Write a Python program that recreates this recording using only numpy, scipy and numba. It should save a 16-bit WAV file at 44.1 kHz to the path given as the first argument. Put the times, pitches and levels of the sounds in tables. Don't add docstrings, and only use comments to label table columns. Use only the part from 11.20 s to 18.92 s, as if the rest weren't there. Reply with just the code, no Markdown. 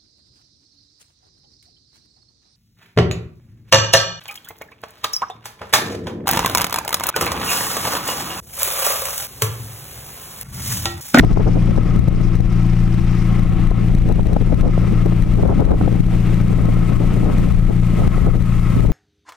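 import sys
import numpy as np
from scipy import signal
from scipy.fft import rfft, irfft
from scipy.io import wavfile
from scipy.ndimage import uniform_filter1d
from numba import njit

SR = 44100
rng = np.random.default_rng(int(sys.argv[2]) if len(sys.argv) > 2 else 0)


def invert_db(x):
    u = np.asarray(x, float) / 20
    return 10 ** u


def dump(signal):
    limited = np.clip(np.atleast_2d(signal).T, -1, 1)
    pcm = np.round(limited * 32767).astype(np.int16)
    wavfile.write(sys.argv[1], SR, pcm)


N = 340452
TIME_S = np.arange(N) / SR


def in_time(rows):
    s, *columns = np.transpose(rows)
    return [np.interp(TIME_S, s, column) for column in columns]


def rms_one(x):
    return x / np.sqrt(np.mean(x ** 2) + 1e-20)


def coloured(spectrum, channels):
    hz = np.maximum(np.fft.rfftfreq(N, 1 / SR), 1)
    point_hz, point_db = np.transpose(spectrum)
    shape_db = np.interp(np.log(hz), np.log(point_hz), point_db, left=-80, right=-120)
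    white = rng.standard_normal((channels, N))
    return rms_one(irfft(rfft(white) * invert_db(shape_db), N))


def drift(rate_hz, channels):
    r = np.exp(-2 * np.pi * rate_hz / SR)
    chance = rng.standard_normal((channels, N + SR))
    return rms_one(signal.lfilter([1], [1, -2 * r, r * r], chance)[:, SR:])


def resonance(x, hz, width_hz):
    r = np.exp(-np.pi * width_hz / SR)
    zeros = [(1 - r * r) / 2, 0, (r * r - 1) / 2]
    poles = [1, -2 * r * np.cos(2 * np.pi * hz / SR), r * r]
    return signal.lfilter(zeros, poles, x)


def ringing(white, modes):
    ring = 0
    for hz, width_hz, db in modes:
        once = resonance(white, hz, width_hz)
        ring = ring + invert_db(db) * resonance(once, hz, width_hz)
    return rms_one(ring)


def cut(x, hz, kind, order):
    return signal.sosfilt(signal.butter(order, hz, kind, fs=SR, output="sos"), x)


def spread(pair, alike):
    alike = np.clip(alike, 0, 1)
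    shared = np.sqrt((1 + alike) / 2) * pair[0]
    opposed = np.sqrt((1 - alike) / 2) * pair[1] * [[1], [-1]]
    return shared + opposed


def pan_gain(left_over_right_db):
    return invert_db([[left_over_right_db / 2], [-left_over_right_db / 2]])


def fading(db, from_s, db_per_s):
    return db - db_per_s * np.maximum(TIME_S - from_s, 0)


def evened(x, window_ms):
    power = uniform_filter1d(x ** 2, int(window_ms * SR / 1000))
    return rms_one(x / np.sqrt(power + 1e-3))


def wake():
    # frequency in Hz, relative level in dB per Hz.
    foam_spectrum = [(1500, -4), (4000, -1), (8000, 0), (12000, -4), (16000, -9)]
    start_db, rise_db_per_s = -57, 1.12
    splash_db = 1.3 * drift(45, channels=1)
    wake_db = start_db + rise_db_per_s * TIME_S + splash_db
    return invert_db(wake_db) * spread(coloured(foam_spectrum, channels=2), 0.1) * pan_gain(2.4)


def rumble(swing_db):
    mean_wind_db, follows = -16.5, 0.54
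    low = coloured([(8, 16.5), (22, 14.5), (42, 10.5), (72, 2.5), (125, -8.0), (250, -22), (700, -66)],
                   channels=2)
    own_db = 3.4 * drift(9.3, channels=2)
    shared_db = 3.3 * drift(3, channels=1)
    rumble_db = mean_wind_db + follows * swing_db + own_db + shared_db
    return invert_db(rumble_db) * spread(low, 0.59) * pan_gain(7)


def breeze(swing_db):
    mean_wind_db, follows = -25.5, 0.81
    turbulence = coloured([(60, -8.5), (160, -0.5), (360, -13.0), (720, -25.0), (1500, -57), (3000, -68)],
                          channels=2)
    breeze_db = mean_wind_db + follows * swing_db + 3.7 * drift(39, channels=2)
    return invert_db(breeze_db) * turbulence * pan_gain(3.2)


def weak_gusts(swing_db):
    count, mean_wind_db, spread_db = 70, -32, 2.5
    median_ms, mean_pan_db = 10.7, 8
    when_s = rng.random(count) * TIME_S[-1]
    chance = rng.standard_normal((count, 3))
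    level_db = mean_wind_db + np.interp(when_s, TIME_S, swing_db) + spread_db * chance[:, 0]
    length_ms = median_ms * np.exp(chance[:, 1] / 2)
    pan_db = mean_pan_db * (1 + chance[:, 2])
    return np.transpose([when_s, level_db, length_ms, pan_db])


def gusts(swing_db):
    # centre in seconds, strength in dB before colouring, power width at 1/e in ms,
    # left over right strength in dB.
    strong_gusts = [(0.041, -16.5, 21, 4), (0.11, -23, 20, 5), (0.173, -13, 6, 3), (0.205, -17.5, 19, 1),
                    (0.277, -19, 37, 4), (0.369, -20.5, 28, -0.5), (0.581, -15.5, 9.8, 3),
                    (1.202, -25, 8.5, 10), (2.516, -19, 9.9, 18), (2.91, -23, 40, 11), (3.11, -23.5, 98, 6),
                    (3.167, -13, 8, 0.5), (3.328, -18, 20, 3), (3.46, -20.5, 64, -2.5),
                    (3.579, -17.5, 4, -5), (3.864, -19.5, 15, 7), (3.924, -15.5, 3.4, 10),
                    (4.192, -21, 28, 0), (4.232, -18.5, 8.6, -5), (4.26, -17.5, 22, 3),
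                    (4.308, -15.5, 47, -0.5), (4.412, -15.5, 32, 5.5), (4.475, -21, 54, 6),
                    (4.525, -14, 38, -0.5), (4.612, -15.5, 5.6, -4.5), (4.679, -14.5, 7, 4.5),
                    (5.824, -23.5, 40, 6), (6.075, -23.5, 68, 0), (6.505, -21, 23, 7),
                    (6.82, -27.5, 87, -2.5), (7.078, -18.5, 26, -0.5), (7.148, -24, 22, 5)]
    power = np.zeros((2, N))
    for s, db, length_ms, pan_db in [*strong_gusts, *weak_gusts(swing_db)]:
        near = slice(max(round((s - .1) * SR), 0), round((s + .1) * SR))
        swell = np.exp(-np.abs((TIME_S[near] - s) * 2000 / length_ms) ** 3)
        port_power = invert_db([db + pan_db / 4, db - 3 * pan_db / 4]) ** 2
        power[:, near] += np.outer(port_power, swell)
    strength = np.sqrt(power) * invert_db(2.0 * drift(95, channels=2))
    dull = coloured([(40, -15.0), (160, -13), (420, -20.5), (820, -32.0), (2000, -69), (4000, -62)],
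                    channels=2)
    bright = coloured([(200, 3.0), (520, 5.5), (950, -7.5), (1400, -14.0), (2200, -34.0), (6000, -65)],
                      channels=2)
    dull_flutter = invert_db(5.0) * strength * dull
    bright_flutter = invert_db(6.5) * strength ** 1.5 * evened(bright, window_ms=4.3)
    return dull_flutter + bright_flutter


def pops():
    # time in seconds, left push, right push (relative, signed), width in ms.
    eddies = [(0.049, 0.55, 0.96, 2.3), (0.794, -2.7, 0.43, 3.1), (0.884, -2.3, -0.18, 3),
              (1.207, -1.6, 0.18, 3.9), (2.751, -0.85, -0.46, 2.1), (2.963, 1, -0.6, 2.2),
              (3.444, -0.28, 0.12, 4.4), (4.229, -1.7, 1, 2.1), (4.406, -1.4, -0.26, 2.2),
              (4.805, -2.2, 0.9, 2.1), (5.308, 0.2, -0.6, 1.2), (6.347, -1.7, -0.04, 5.6),
              (6.877, -1.96, 0.4, 1.67)]
    out, near = np.zeros((2, N)), np.arange(-1500, 1500)
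    for s, left, right, width_ms in eddies:
        widths = near * 1000 / SR / width_ms
        push = np.exp(-(1.7 * widths) ** 2)
        pull = .3 * np.exp(-(widths / 1.5 - 1) ** 2)
        out[:, round(s * SR) + near] += np.outer([left, right], push - pull)
    return out


def wind():
    # time in seconds, wind strength in dB (only its swing about the mean counts).
    wind_strength = [(0, -28), (.5, -27.5), (1.25, -29), (1.45, -41), (2.0, -42), (2.15, -34), (3.2, -25),
                     (3.9, -31), (4.5, -22.5), (5.1, -33.5), (5.4, -25.5), (6.4, -29.5), (6.7, -34),
                     (7.1, -25), (7.45, -36.5), (7.72, -15)]
    strength_db = in_time(wind_strength)[0]
    swing_db = strength_db - strength_db.mean()
    return rumble(swing_db) + breeze(swing_db) + gusts(swing_db) + pops()


def whine(white):
    whine_db = fading(-71, from_s=0.79, db_per_s=2)
    return invert_db(whine_db) * ringing(white[0], [(9057, 30, 0)])


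def intake(white):
    # time in seconds, relative level in dB.
    intake_level = [(0, -50.5), (.9, -58), (1.4, -53), (1.9, -54), (2.4, -67), (3.2, -56.5), (7.72, -81)]
    hiss = ringing(white, [(5220, 1950, 0)])
    intake_db = in_time(intake_level)[0] + 3.8 * drift(38, channels=1)
    return invert_db(intake_db) * spread(hiss, 0.41) * pan_gain(-3)


def casing_and_pipes(white):
    # frequency in Hz, single-pass width in Hz, relative level in dB.
    casing_modes = [(1097, 102, 7), (1272, 115, 9.5), (2004, 150, -0.5), (2142, 56, 3)]
    # frequency in Hz, single-pass width in Hz, relative level in dB.
    pipe_modes = [(327.8, 42, -3), (760, 43, -17)]
    # frequency in Hz, relative level in dB per Hz.
    roar_spectrum = [(60, 1), (250, -1.5), (450, -11), (900, -14), (1600, -17), (2400, -16), (3400, -23.5),
                     (4600, -31.5), (9000, -43.5), (16000, -62)]
    casing_db, roar_over_casing_db = -44, 9
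    ring = invert_db(3.2 * drift(1.5, channels=1)) * ringing(white, casing_modes)
    casing = ring + invert_db(roar_over_casing_db) * coloured(roar_spectrum, channels=2)
    pipes_db = fading(-35.5, from_s=3.1, db_per_s=1.5)
    pipes = invert_db(pipes_db) * ringing(white, pipe_modes)
    body = invert_db(casing_db + 1.5 * drift(31.0, channels=1)) * casing + pipes
    return spread(body, 0.93)


def roar():
    white = rng.standard_normal((2, N))
    return casing_and_pipes(white) + intake(white) + whine(white)


def drone():
    # multiple of the engine cycle, relative level in dB.
    order_levels = [(1, -9), (2, 4.5), (4, -9), (5, -24), (6, -21.5), (8, 1), (10, -17.5), (12, -2.5),
                    (14, -10.5), (20, -21), (22, -26.5)]
    # time in seconds, trough within the cycle in ms.
    crank = [(0, 9.75), (3.3, 11.83), (7.72, 10.26)]
    cycle_hz, drone_db = 14.415, -17
    trough_s = in_time(crank)[0] / 1000
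    angle = 2 * np.pi * cycle_hz * (TIME_S - trough_s)
    waver = drift(5.5, channels=2)
    out = np.zeros(N)
    for i, (order, db) in enumerate(order_levels):
        level_db = drone_db + db + 1.2 * waver[i % 2]
        out -= invert_db(level_db) * np.cos(order * angle)
    return out


def scene():
    engine = (drone() + roar()) * pan_gain(4)
    return engine + wake() + wind()


@njit
def follow(level_db, attack, release_db, knee_db):
    out, held = np.empty_like(level_db), 0.
    for i in range(len(level_db)):
        if level_db[i] > held:
            held = held + attack * (level_db[i] - held)
        else:
            held = held - release_db * (1 + held / knee_db)
        out[i] = held
    return out


def limiter(x, threshold_db, slope, attack_ms, release_db_per_s, knee_db):
    steps_per_s = 2000
    peak_db = 20 * np.log10(np.abs(x).max(axis=0) + 1e-9)
    over_db = np.maximum(peak_db - threshold_db, 0)
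    attack = 1 - np.exp(-1000 / (attack_ms * SR))
    held_db = follow(over_db, attack, release_db_per_s / SR, knee_db)
    stairs = (np.arange(N) * steps_per_s // SR * SR // steps_per_s).astype(int)
    return x * invert_db(-slope * np.maximum(held_db[stairs], 0))


def band_limit(x):
    return signal.sosfilt(signal.butter(12, 15780, fs=SR, output="sos"), x)


def record(dry):
    left_db, right_db = 4, 2.5
    heard = invert_db([[left_db], [right_db]]) * cut(dry, 27, "high", order=2)
    limited = limiter(heard, threshold_db=-7.5, slope=0.98, attack_ms=2.76, release_db_per_s=64, knee_db=9.0)
    banded = cut(cut(limited, 4, "high", order=1), 15600, "low", order=12)
    return band_limit(np.clip(banded, -1, 1))


dry = scene()
out = record(dry)
dump(out)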